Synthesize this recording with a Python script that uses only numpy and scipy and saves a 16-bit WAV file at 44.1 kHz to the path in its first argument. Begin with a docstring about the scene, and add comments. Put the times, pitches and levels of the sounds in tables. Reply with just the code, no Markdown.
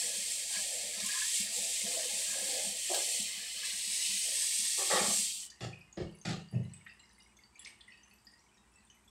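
"""Kitchen tap, sink and tub

A tap sprays into a steel sink while a plastic tub is turned and knocked about: impact noise and bubbles.
The tap shuts, a cupboard door takes five blows (decaying modes, coloured noise) and wobbling sines drip.
Handling rustles and light clatters are filtered noise; some sources get a noise-tail room echo.
Room tone and mains hum lie beneath; both channels are identical."""
import sys
import numpy as np
from scipy import signal
from scipy.fft import rfft, irfft, next_fast_len
from scipy.io import wavfile
from scipy.ndimage import uniform_filter1d

SR = 44100
rng = np.random.default_rng(int(sys.argv[2]) if len(sys.argv) > 2 else 0)


def put_to_file(sound):
    """Save the sound as 16-bit audio at rate SR, in the file named by the first command-line argument."""
    columns = np.atleast_2d(sound).T  # one column per channel
    safe = np.clip(columns, -1, 1)
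    whole_steps = np.round(safe * 32767)
    wavfile.write(sys.argv[1], SR, whole_steps.astype(np.int16))


N = 401302
T = np.arange(N) / SR  # s
AGE = T[:SR]  # one second of time since a blow, s

# Room tone colour: (frequency [Hz], level [dB])
AIR_COLOUR = [(30, -31), (50, 4.5), (90, -3.5), (150, -10.5), (205, 4), (260, -9), (360, -6), (540, -16.5),
              (950, -7), (1300, -12), (3900, -21.5), (6700, -21.5), (8130, -13.5), (9800, -25),
              (15500, -41)]
# Mains hum lines: (frequency [Hz], rms level [dB])
HUM_LINES = [(59.3, -77.5), (120, -84.5)]
# Handling at the counter: (time of height [s], level [dB], build-up [s], ebb [s])
RUSTLE_SPELLS = [(5.5, -77, 0.11, 0.28), (6.75, -75, 0.43, 0.45), (7.67, -64.5, 0.074, 0.089),
                 (8.05, -74, 0.3, 0.18)]
# Handling colour: (frequency [Hz], level [dB])
RUSTLE_COLOUR = [(1000, -5.5), (1600, -4), (1900, 4), (2500, -2), (2900, 7), (3900, -22), (5000, -4),
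                 (7000, -15), (12000, -31), (16000, -33)]
# Crockery rings: (frequency [Hz], level [dB], t60 [s])
CROCKERY_MODES = [(1316, -19, 0.15), (1836, 0.5, 0.55), (2170, -10, .35), (2864, -3, 0.83),
                  (4570, -10.5, 0.7), (6550, -11, 0.34)]
# Short clatters and splats: (time [s], level [dB], centre [Hz], width [octaves])
CLATTER_EVENTS = [(1.0, -36, 4800, .5), (1.06, -33, 7540, 0.36), (1.25, -35.5, 7040, 0.48),
                  (2.944, -31.5, 4710, 0.89), (3.652, -42, 6000, .6), (5.399, -43.5, 6900, 0.34),
                  (5.501, -50.5, 5550, .5), (6.864, -52, 2010, 0.44), (7.368, -68, 5500, 0.64),
                  (7.593, -50.5, 9800, 0.11), (7.647, -47.5, 4570, 0.44), (7.658, -49.5, 2300, 0.2),
                  (7.67, -55, 4200, 0.45), (7.807, -58, 3400, .35), (7.9197, -57, 2720, 0.17)]
# Clear drips, two partials: (time [s], level [dB], low [Hz], high [Hz], high relative to low [dB])
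DRIP_EVENTS = [(5.429, -47, 2990, 7900, -2), (5.4987, -67.5, 3400, 4700, 18.5),
               (5.516, -54, 1775, 6600, -7), (5.7285, -43.5, 2497, 4950, -21),
               (5.8093, -49, 2520, 4940, -12), (5.9263, -74.5, 2940, 6670, 26),
               (6.213, -68, 2840, 6400, 19.5), (6.548, -52, 2640, 5200, -25),
               (6.735, -58, 2530, 7920, 14.5), (6.862, -44, 1900, 4470, -28),
               (6.893, -49.5, 2650, 4730, -8), (6.997, -56.5, 2870, 7670, 1), (7.202, -60, 2900, 4980, 4),
               (7.3677, -63, 3460, 6420, 7), (7.5532, -52.5, 2370, 7070, -25),
               (7.5923, -51.5, 3400, 7670, 5), (7.67, -44, 2240, 8340, -2.5),
               (7.807, -52.5, 3420, 8490, -6), (7.878, -48, 1990, 9000, -13),
               (7.9188, -54.5, 2570, 4430, -5), (8.033, -63, 2760, 6150, 9), (8.11, -57, 2630, 4430, -4),
               (8.268, -57, 1830, 4960, 9), (8.757, -60, 2640, 7960, 3), (8.9, -69.5, 1870, 6030, 14.5),
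               (9.076, -57, 3460, 7750, -9)]
# Cupboard door blows: (time [s], boom level [dB], boom centre [Hz], panel level [dB],
# latch clack level [dB], dull above [Hz])
DOOR_BLOWS = [(5.606, -40, 119, -49.5, -44.5, 9100), (5.971, -41.5, 170, -39, -51, 5600),
              (6.25, -35, 162, -44.5, -41, 9000), (6.30, -59, 200, -51, -46, 6500),
              (6.524, -30, 121, -45.5, -71, 3200)]
# Door modes: (frequency [Hz], level [dB], t60 [s])
DOOR_MODES = [(93.1, -7.5, 0.58), (121, 2, 0.31), (147, -5, 0.52), (170.5, -0.5, 0.47), (201, -1.5, 0.49)]
# Door panel colour: (frequency [Hz], level [dB])
PANEL_COLOUR = [(180, -2.5), (285, -8.5), (365, 2), (450, -2.5), (530, -1), (620, -6), (790, -21),
                (1000, -23), (2000, -52)]
# Latch clack colour: (frequency [Hz], level [dB])
CLACK_COLOUR = [(500, 1), (780, 10), (1000, -14), (1250, 6.5), (1550, -2.5), (1900, 0.5), (2300, 0),
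                (2750, 0.5), (3500, -0.5), (4500, -0.5), (5800, -6.5), (7000, -3.5), (9000, -10.5),
                (16000, -27)]
# Tub bumping the basin: (time [s], level [dB])
BASIN_BUMPS = [(0.17, -52.5), (0.569, -52), (1.024, -44.5), (1.399, -45), (1.582, -49), (1.835, -44.5),
               (2.418, -51), (2.664, -47), (3.194, -46), (3.871, -54.5), (4.091, -52), (4.932, -39.5),
               (5.009, -36.5), (5.081, -37), (5.171, -43.5)]
# Basin modes: (nominal frequency [Hz], level [dB], t60 [s])
BASIN_MODES = [(117.6, -12.5, 0.23), (175.2, -8.5, 0.33), (202.2, 1.5, 0.21), (236.7, -6.5, 0.3)]
# Tub and tap knocking the sink: (time [s], level [dB], dull above [Hz], t60 [s])
SINK_KNOCKS = [(2.892, -39.5, 740, 0.42), (2.935, -43.5, 794, 0.26), (4.255, -61.5, 796, 0.28),
               (4.777, -43.5, 1466, 0.41), (4.899, -31, 2300, 0.43), (4.93, -34, 3020, 0.4),
               (5.0, -37, 1600, 0.25), (5.071, -45.5, 1380, 0.24)]
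# Hollow knock colour: (frequency [Hz], level [dB])
KNOCK_COLOUR = [(200, -30), (290, -23), (360, 3.5), (440, -2.5), (540, 5), (650, 1), (820, 4), (1000, -5.5),
                (1200, 4.5), (1520, -11), (1850, 3.5), (2300, -13), (5000, 12)]
# Stream, loud breaking on the tub, soft sliding along a wall: (time [s], relative spray level [dB])
TAP_LEVEL = [(0.0, -33.5), (0.03, -36.5), (0.48, -40), (0.53, -36.5), (0.93, -41.5), (1.4, -33.5),
             (1.48, -40.5), (1.55, -35.5), (2.62, -37.5), (2.75, -41.5), (2.94, -35), (3.2, -37),
             (3.36, -45), (3.63, -45), (3.66, -39.5), (3.82, -40), (3.92, -35.5), (5.2, -33.5)]
# Spray colour: (frequency [Hz], level [dB])
SPRAY_COLOUR = [(1500, -42), (2500, -16.5), (4000, -9.5), (5500, -9), (6800, -7), (7600, -3), (8300, -0.5),
                (9200, -7), (10500, -13), (12500, -20), (14500, -30.5), (16000, -30)]
# Splash colour: (frequency [Hz], level [dB])
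SPLASH_COLOUR = [(900, -60), (1550, -24.5), (1850, -6), (2150, -3), (2800, -0.5), (3600, 0), (4600, 1.5),
                 (6000, -6), (9000, -21)]
# Colour of the basin drummed by water: (frequency [Hz], level [dB])
DRUM_COLOUR = [(130, -14), (200, -3), (290, 2.5), (400, -9), (520, 4), (650, -1.5), (800, 2), (980, -17.5),
               (1400, -14)]
# Tub gurgle colour: (frequency [Hz], level [dB])
GURGLE_COLOUR = [(700, -55), (1000, -11), (1150, -10.5), (1450, -18.5), (1700, 8.5), (2300, -30)]
# Water running off the tub onto the basin: (time of height [s], level [dB], build-up [s], ebb [s])
POUR_SPELLS = [(0.02, -54, .1, 0.24), (.8, -55.5, 0.31, 0.26), (1.64, -55, 0.16, .1),
               (1.97, -49, 0.16, 0.22), (2.52, -44, 0.15, 0.16), (3.03, -57, 0.1, 0.23),
               (4.28, -63, 0.028, .15)]
# Air glugging in the upturned tub: (time of height [s], level [dB], build-up [s], ebb [s])
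GLUG_SPELLS = [(.57, -54, .03, 0.044), (1.14, -45.5, .07, 0.12), (1.9, -59, 0.05, 0.13),
               (2.95, -50, .05, 0.072), (3.6, -60, 0.03, 0.1)]
# Collected water spilling and splashing: (time of height [s], level [dB], build-up [s], ebb [s])
SPILL_SPELLS = [(.56, -43.5, 0.026, .03), (1.13, -42, 0.14, 0.26), (2.52, -41.5, .03, 0.054),
                (3.02, -44.5, 0.16, 0.54), (3.65, -43.5, 0.12, 0.1), (4.08, -43.5, 0.098, 0.18),
                (4.94, -38.5, 0.084, 0.15), (5.27, -39, .03, 0.13)]

AIR_DB, TOP_HZ = -68.5, 15730
RUSTLE_RING_DB = -1.5  # crockery relative to crackle
DRAIN_S, DRAIN_DB_PER_S = 7.23, 2  # faint dripping dies down from here
NUDGE_DB, NUDGE_SPREAD_DB = -60, 1.5
SPRAY_DB = 1.0  # added to TAP_LEVEL
SPLASH_DB, SPLASH_DB_PER_SPRAY_DB = -44, 0.42  # level at the mean spray level; slope
CLOSE_S, CLOSE_DB_PER_S, SHUT_S, SEAT_S = 5.192, 53, 5.5, 0.051  # turned down, then the valve seats
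TRICKLE_DB = -70  # steady drumming under the pours
GURGLE_DB, GURGLE_WANDER_DB = -65, 6  # steady gurgling


def amp(db):
    """Decibels to gain."""
    return 10 ** (np.asarray(db) / 20)


def unit(x):
    """Scale to rms 1."""
    return x / np.sqrt(np.mean(x ** 2))


def shaped(x, gain):
    """Filter by a gain that is a function of Hz; rms 1."""
    size = next_fast_len(len(x))
    hz = np.maximum(np.fft.rfftfreq(size, 1 / SR), 1)
    return unit(irfft(rfft(x, size) * gain(hz), size)[:len(x)])


def colour(x, points):
    """Filter by a spectrum of (frequency [Hz], level [dB]) points; rms 1."""
    f_hz, db = np.transpose(points)
    return shaped(x, lambda hz: amp(np.interp(np.log(hz), np.log(f_hz), db)))


def add(out, s, sound):
    """Mix a sound in at a time in seconds."""
    start = max(int(s * SR), 0)
    out[start:start + len(sound)] += sound[:N - start]


def fade(t60):
    """Exponential decay, 60 dB in t60 seconds."""
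    return np.exp(-np.log(1000) * AGE / t60)


def swell(rise_s, hold_s, t60):
    """Blow envelope: reflections build up, hold briefly, then die away; peak 1."""
    decay = np.minimum(1, fade(t60) * np.exp(np.log(1000) * hold_s / t60))
    shape = (1 - np.exp(-AGE / rise_s)) * decay
    return shape / shape.max()


def spells(rows):
    """Summed-power gain of gestures that build up and ebb: (time [s], level [dB], build-up [s], ebb [s])."""
    power = np.zeros(N)
    for s, db, build_s, ebb_s in rows:
        reach_s = np.where(T < s, build_s, ebb_s)
        power += amp(db) ** 2 * np.exp(-2 * ((T - s) / reach_s) ** 2)
    return np.sqrt(power)


def walk(per_s):
    """Random wandering: straight lines between unit-spread random knots."""
    knots = rng.standard_normal(int(per_s * N / SR) + 3)
    return np.interp(T * per_s, np.arange(len(knots)), knots)


def room(x, wet_db, t60):
    """Direct sound plus the dense noise-like echoes of a hard room."""
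    echo = rng.standard_normal(SR) * fade(t60) * (1 - np.exp(-AGE / 0.00073))
    echo *= amp(wet_db) / np.sqrt(np.sum(echo ** 2))
    echo[0] += 1  # direct sound
    return signal.fftconvolve(x, echo)[:N]


def wash(x, wet_db, t60):
    """Impacts land all over: a diffuse noise tail follows their energy."""
    tail = fade(t60) ** 2
    energy = np.abs(signal.fftconvolve(x ** 2, tail / tail.sum())[:N])
    return x + amp(wet_db) * np.sqrt(energy) * rng.standard_normal(N)


def impacts(per_s, spread_db):
    """Random clicks of either sign; a positive spread makes a few far bigger, a negative one smaller."""
    size = amp(spread_db * np.minimum(rng.exponential(size=N), 5))
    return (rng.random(N) < per_s / SR) * size * rng.choice([-1, 1], N)


def bubbles(low_hz, high_hz, cycles, glide, spread_db, count):
    """Bubbles as decaying sines that rise in pitch as they near the surface; rms 1."""
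    out = np.zeros(N)
    for when, pitch, big in rng.random((count, 3)):
        hz = low_hz * (high_hz / low_hz) ** pitch
        t = T[:int(3 * cycles / hz * SR)]
        life = t * hz / cycles
        ring = np.sin(2 * np.pi * hz * t * (1 + glide * life)) * np.exp(-2 * life)
        # spread_db sign as in impacts
        add(out, when * N / SR, ring * amp(-spread_db * np.log(max(big, .02))))
    return unit(out)


def plink(hz, width_hz):
    """Sine whose pitch wobbles at random, by width_hz rms."""
    wobble = unit(uniform_filter1d(rng.standard_normal(SR), size=80))
    return np.sin(2 * np.pi * np.cumsum(hz + width_hz * wobble) / SR)


def struck(points, dull_hz, cluster_hz):
    """Crowded modes as noise bunched in frequency; softer contact leaves out the highs."""
    grid_hz = np.cumsum(cluster_hz * rng.uniform(.5, 1.5, size=800))
    bunches_db = 6 * np.sin(2 * np.pi * rng.random(len(grid_hz)))
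    ring = colour(rng.standard_normal(SR), points)

    def gain(hz):
        return amp(np.interp(hz, grid_hz, bunches_db)) / np.sqrt(1 + (hz / dull_hz) ** 8)

    return shaped(ring, gain)


def rattle():
    """Loose parts chatter: the level wanders every few milliseconds."""
    level_db = 1.8 * np.interp(AGE, np.linspace(0, 1, 220), rng.standard_normal(220))
    return unit(amp(level_db))


def boom(modes, rise_s, hold_s):
    """Low modes, slightly detuned at every blow; loudest moment near rms 1."""
    ring = np.zeros(SR)
    for nominal_hz, db, t60 in modes:
        hz = nominal_hz * (1 + 0.0232 * rng.standard_normal())
        tone = np.sin(2 * np.pi * hz * AGE + rng.uniform(0, 2 * np.pi))
        ring += amp(db) * tone * swell(rise_s, hold_s, t60)
    return ring / np.sqrt(sum(amp(db) ** 2 for _, db, _ in modes) / 2)


def wander(x, depth_db, per_s):
    """As the tub turns under the stream, two bands swell and sink on their own."""
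    low_sos = signal.butter(2, 2400, fs=SR, output="sos")
    mid_sos = signal.butter(1, [3000, 4200], "band", fs=SR, output="sos")
    parts = [signal.sosfilt(sos, x) for sos in (low_sos, mid_sos)]
    for part in parts:
        x = x + part * (amp(depth_db * walk(per_s)) - 1)
    return unit(x)


def hollow(x, depth_db, spacing_hz, turns_per_s):
    """Tub-to-basin echoes as two random frequency ripples, cross-mixed as the tub is turned."""
    out = np.zeros(N)
    grid_hz = np.arange(400) * spacing_hz
    pose = walk(per_s=turns_per_s) * np.pi / 2
    for weight in (np.cos(pose), np.sin(pose)):
        teeth = rng.standard_normal(len(grid_hz))
        out += weight * shaped(x, lambda hz: np.interp(hz, grid_hz, teeth))
    return unit(x + amp(depth_db) * out)


def room_tone():
    """Still air as coloured noise, and faint mains hum as sines."""
    hum = sum(np.sqrt(2) * amp(db) * np.sin(2 * np.pi * hz * T) for hz, db in HUM_LINES)
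    return colour(rng.standard_normal(N), AIR_COLOUR) * amp(AIR_DB) + hum


def rustle():
    """Hands and cloth brush over things: a thin crackle, with crockery rings at random moments."""
    grains = wash(impacts(per_s=400, spread_db=2.5), wet_db=1, t60=0.15)
    rings = np.zeros(N)
    for hz, db, t60 in CROCKERY_MODES:
        hits = impacts(per_s=54, spread_db=2)
        ring = plink(hz, width_hz=105) * fade(t60)
        rings += amp(db) * signal.fftconvolve(hits, ring)[:N]
    crackle = colour(grains, RUSTLE_COLOUR)
    ringing = amp(RUSTLE_RING_DB) * colour(rings, RUSTLE_COLOUR)
    return (crackle + ringing) * spells(RUSTLE_SPELLS)


def clatters():
    """Rattles of light, hard things and slaps of water: short noise bands."""
    out = np.zeros(N)
    for s, db, centre_hz, octaves in CLATTER_EVENTS:
        burst = shaped(rng.standard_normal(SR),
                       lambda hz: np.exp(-(np.log2(hz / centre_hz) / octaves) ** 2 / 2))
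        # lower rings take longer to speak
        add(out, s, amp(db) * burst * swell(rise_s=6 / centre_hz, hold_s=0.0014, t60=0.045))
    return room(out, wet_db=-2, t60=.34)


def drips():
    """Drops plink in the wet sink as two wobbling partials and a splat; faint bubbles throughout."""
    out = np.zeros(N)
    slow = swell(rise_s=.005, hold_s=.007, t60=.035)
    quick = swell(rise_s=0.002, hold_s=0.0014, t60=0.025)
    splat = colour(rng.standard_normal(SR), SPLASH_COLOUR) * quick
    for s, db, low_hz, high_hz, high_db in DRIP_EVENTS:
        low = plink(low_hz, width_hz=68) * slow
        high = plink(high_hz, width_hz=184) * quick
        add(out, s, amp(db - 1.0) * (low + amp(high_db) * (high + amp(-19) * splat)))
    # faint dripping gets quieter as the sink drains
    draining = amp(-DRAIN_DB_PER_S * np.maximum(T - DRAIN_S, 0))
    faint_low = bubbles(1774, 3070, cycles=40, glide=0.0037, spread_db=5.0, count=300)
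    faint_high = bubbles(3494, 12000, cycles=46, glide=0.0033, spread_db=3, count=300)
    faint = (amp(-73.5) * faint_low + amp(-75.5) * faint_high) * draining
    return room(out + faint, wet_db=-1, t60=.34)


def door():
    """Each blow: the latch clacks first, panel and crockery answer, the low boom builds up last."""
    out = np.zeros(N)
    for s, boom_db, centre_hz, panel_db, clack_db, dull_hz in DOOR_BLOWS:
        # where the door is struck decides which modes speak
        modes = [(hz, db - 12 * abs(np.log2(hz / centre_hz)), t60) for hz, db, t60 in DOOR_MODES]
        low = amp(boom_db) * boom(modes, rise_s=0.027, hold_s=0.046)
        panel = amp(panel_db) * struck(PANEL_COLOUR, dull_hz, cluster_hz=35.95)
        panel *= swell(rise_s=0.0037, hold_s=0.055, t60=0.35)
        clack = amp(clack_db - 0.5) * struck(CLACK_COLOUR, dull_hz, cluster_hz=170.0)
        clack *= swell(rise_s=0.0011, hold_s=0.05, t60=0.3)
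        rings = sum(amp(db) * plink(hz, width_hz=80.3) * swell(rise_s=0.007, hold_s=0.019, t60=t60)
                    for hz, db, t60 in CROCKERY_MODES)
        # the jolt of the whole counter shakes the crockery
        rings *= amp((boom_db + clack_db) / 2 - 14.5)
        add(out, s, low + (panel + clack) * rattle() + rings)
    return out


def nudges(count):
    """The tub grazes the basin at uneven intervals until the tap starts to close."""
    out = np.zeros(N)
    for k in range(count):
        s = (k + rng.random()) / count * CLOSE_S
        db = NUDGE_DB + NUDGE_SPREAD_DB * rng.standard_normal()
        add(out, s, amp(db) * boom(BASIN_MODES, rise_s=0.0035, hold_s=0.016))
    return out


def sink():
    """Soft bumps boom the basin's low modes; harder knocks ring its crowded upper modes."""
    out = np.zeros(N)
    for s, db in BASIN_BUMPS:
        add(out, s, amp(db - 4.5) * boom(BASIN_MODES, rise_s=0.0013, hold_s=0.013))
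    for s, db, dull_hz, t60 in SINK_KNOCKS:
        ring = struck(KNOCK_COLOUR, dull_hz, cluster_hz=49.7) * rattle()
        add(out, s, amp(db) * ring * swell(rise_s=0.0069, hold_s=0.044, t60=t60))
    return out


def spray(strike_db):
    """Aerated stream fizz: dense fine impacts and high bubbles."""
    fizz = unit(impacts(per_s=5000, spread_db=0.5))
    fizz += amp(-10.5) * bubbles(4940, 11440, cycles=45, glide=0.016, spread_db=2.0, count=2500)
    fizz = colour(wash(fizz, wet_db=2, t60=.3), SPRAY_COLOUR)
    fizz = hollow(fizz, depth_db=-15, spacing_hz=130.1, turns_per_s=1.5)
    return fizz * amp(strike_db + SPRAY_DB + 0.58 * walk(per_s=16))


def splash(strike_db, closing):
    """Bigger drops and their bubbles follow the stream level, with harder spills."""
    drops = unit(impacts(per_s=2200, spread_db=-4.0))
    drops += amp(-6.5) * bubbles(1719.4, 5546, cycles=66, glide=0.0258, spread_db=1.5, count=2800)
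    drops = colour(wash(drops, wet_db=1, t60=.35), SPLASH_COLOUR)
    drops = wander(drops, depth_db=0.5, per_s=11)
    drops = hollow(drops, depth_db=-11, spacing_hz=109.9, turns_per_s=2.01)
    # big drops go first as the tap closes: crossfade to the band above 2500 Hz
    fine = shaped(drops, lambda hz: 1 / (1 + (2500 / hz) ** 12))
    mix = (1 - closing) * drops + closing * fine
    level_db = SPLASH_DB + SPLASH_DB_PER_SPRAY_DB * (strike_db - strike_db[T < CLOSE_S].mean())
    return mix * np.hypot(amp(level_db), spells(SPILL_SPELLS))


def drum():
    """Water running off the tub patters on the steel: impacts and low bubbles through basin colour."""
    patter = unit(impacts(per_s=900, spread_db=1.5))
    patter += .6 * bubbles(420, 900, cycles=22, glide=.03, spread_db=2, count=700)
    drumming = colour(room(patter, wet_db=2.0, t60=0.38), DRUM_COLOUR)
    return drumming * (spells(POUR_SPELLS) + amp(TRICKLE_DB))


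def gurgle():
    """Air glugs in the tub as bubbles, over a steady gurgling of wandering level."""
    glugs = bubbles(917, 2033, cycles=32.2, glide=0.036, spread_db=-1.5, count=1300)
    glugs = colour(room(glugs, wet_db=-1.0, t60=0.14), GURGLE_COLOUR)
    steady = amp(GURGLE_DB + GURGLE_WANDER_DB * walk(per_s=9))
    return glugs * (spells(GLUG_SPELLS) + steady)


def water():
    """The stream sprays, splashes, drums and gurgles until the closing valve cuts the flow."""
    strike_db = np.interp(T, *np.transpose(TAP_LEVEL))
    turned_down = amp(-CLOSE_DB_PER_S * np.maximum(T - CLOSE_S, 0))
    flow = turned_down * np.clip((SHUT_S - T) / SEAT_S, 0, 1)
    closing = np.clip((T - 5.17) / 0.17, 0, 1)
    in_tub = (1 - closing) * (drum() + gurgle())
    return flow * (spray(strike_db) + splash(strike_db, closing) + in_tub)


def scene():
    """Sum of all sources, the same in both channels."""
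    background = room_tone() + rustle() + clatters() + drips()
    mono = background + door() + nudges(count=12) + sink() + water()
    return np.array([mono, mono])


def record(dry):
    """Thin the deep bass below 48 Hz and cut steeply above TOP_HZ."""
    thin = signal.sosfilt(signal.butter(4, 48, "high", fs=SR, output="sos"), dry)
    return signal.sosfilt(signal.ellip(12, .1, 80, TOP_HZ, fs=SR, output="sos"), thin)


dry = scene()
out = record(dry)
put_to_file(out)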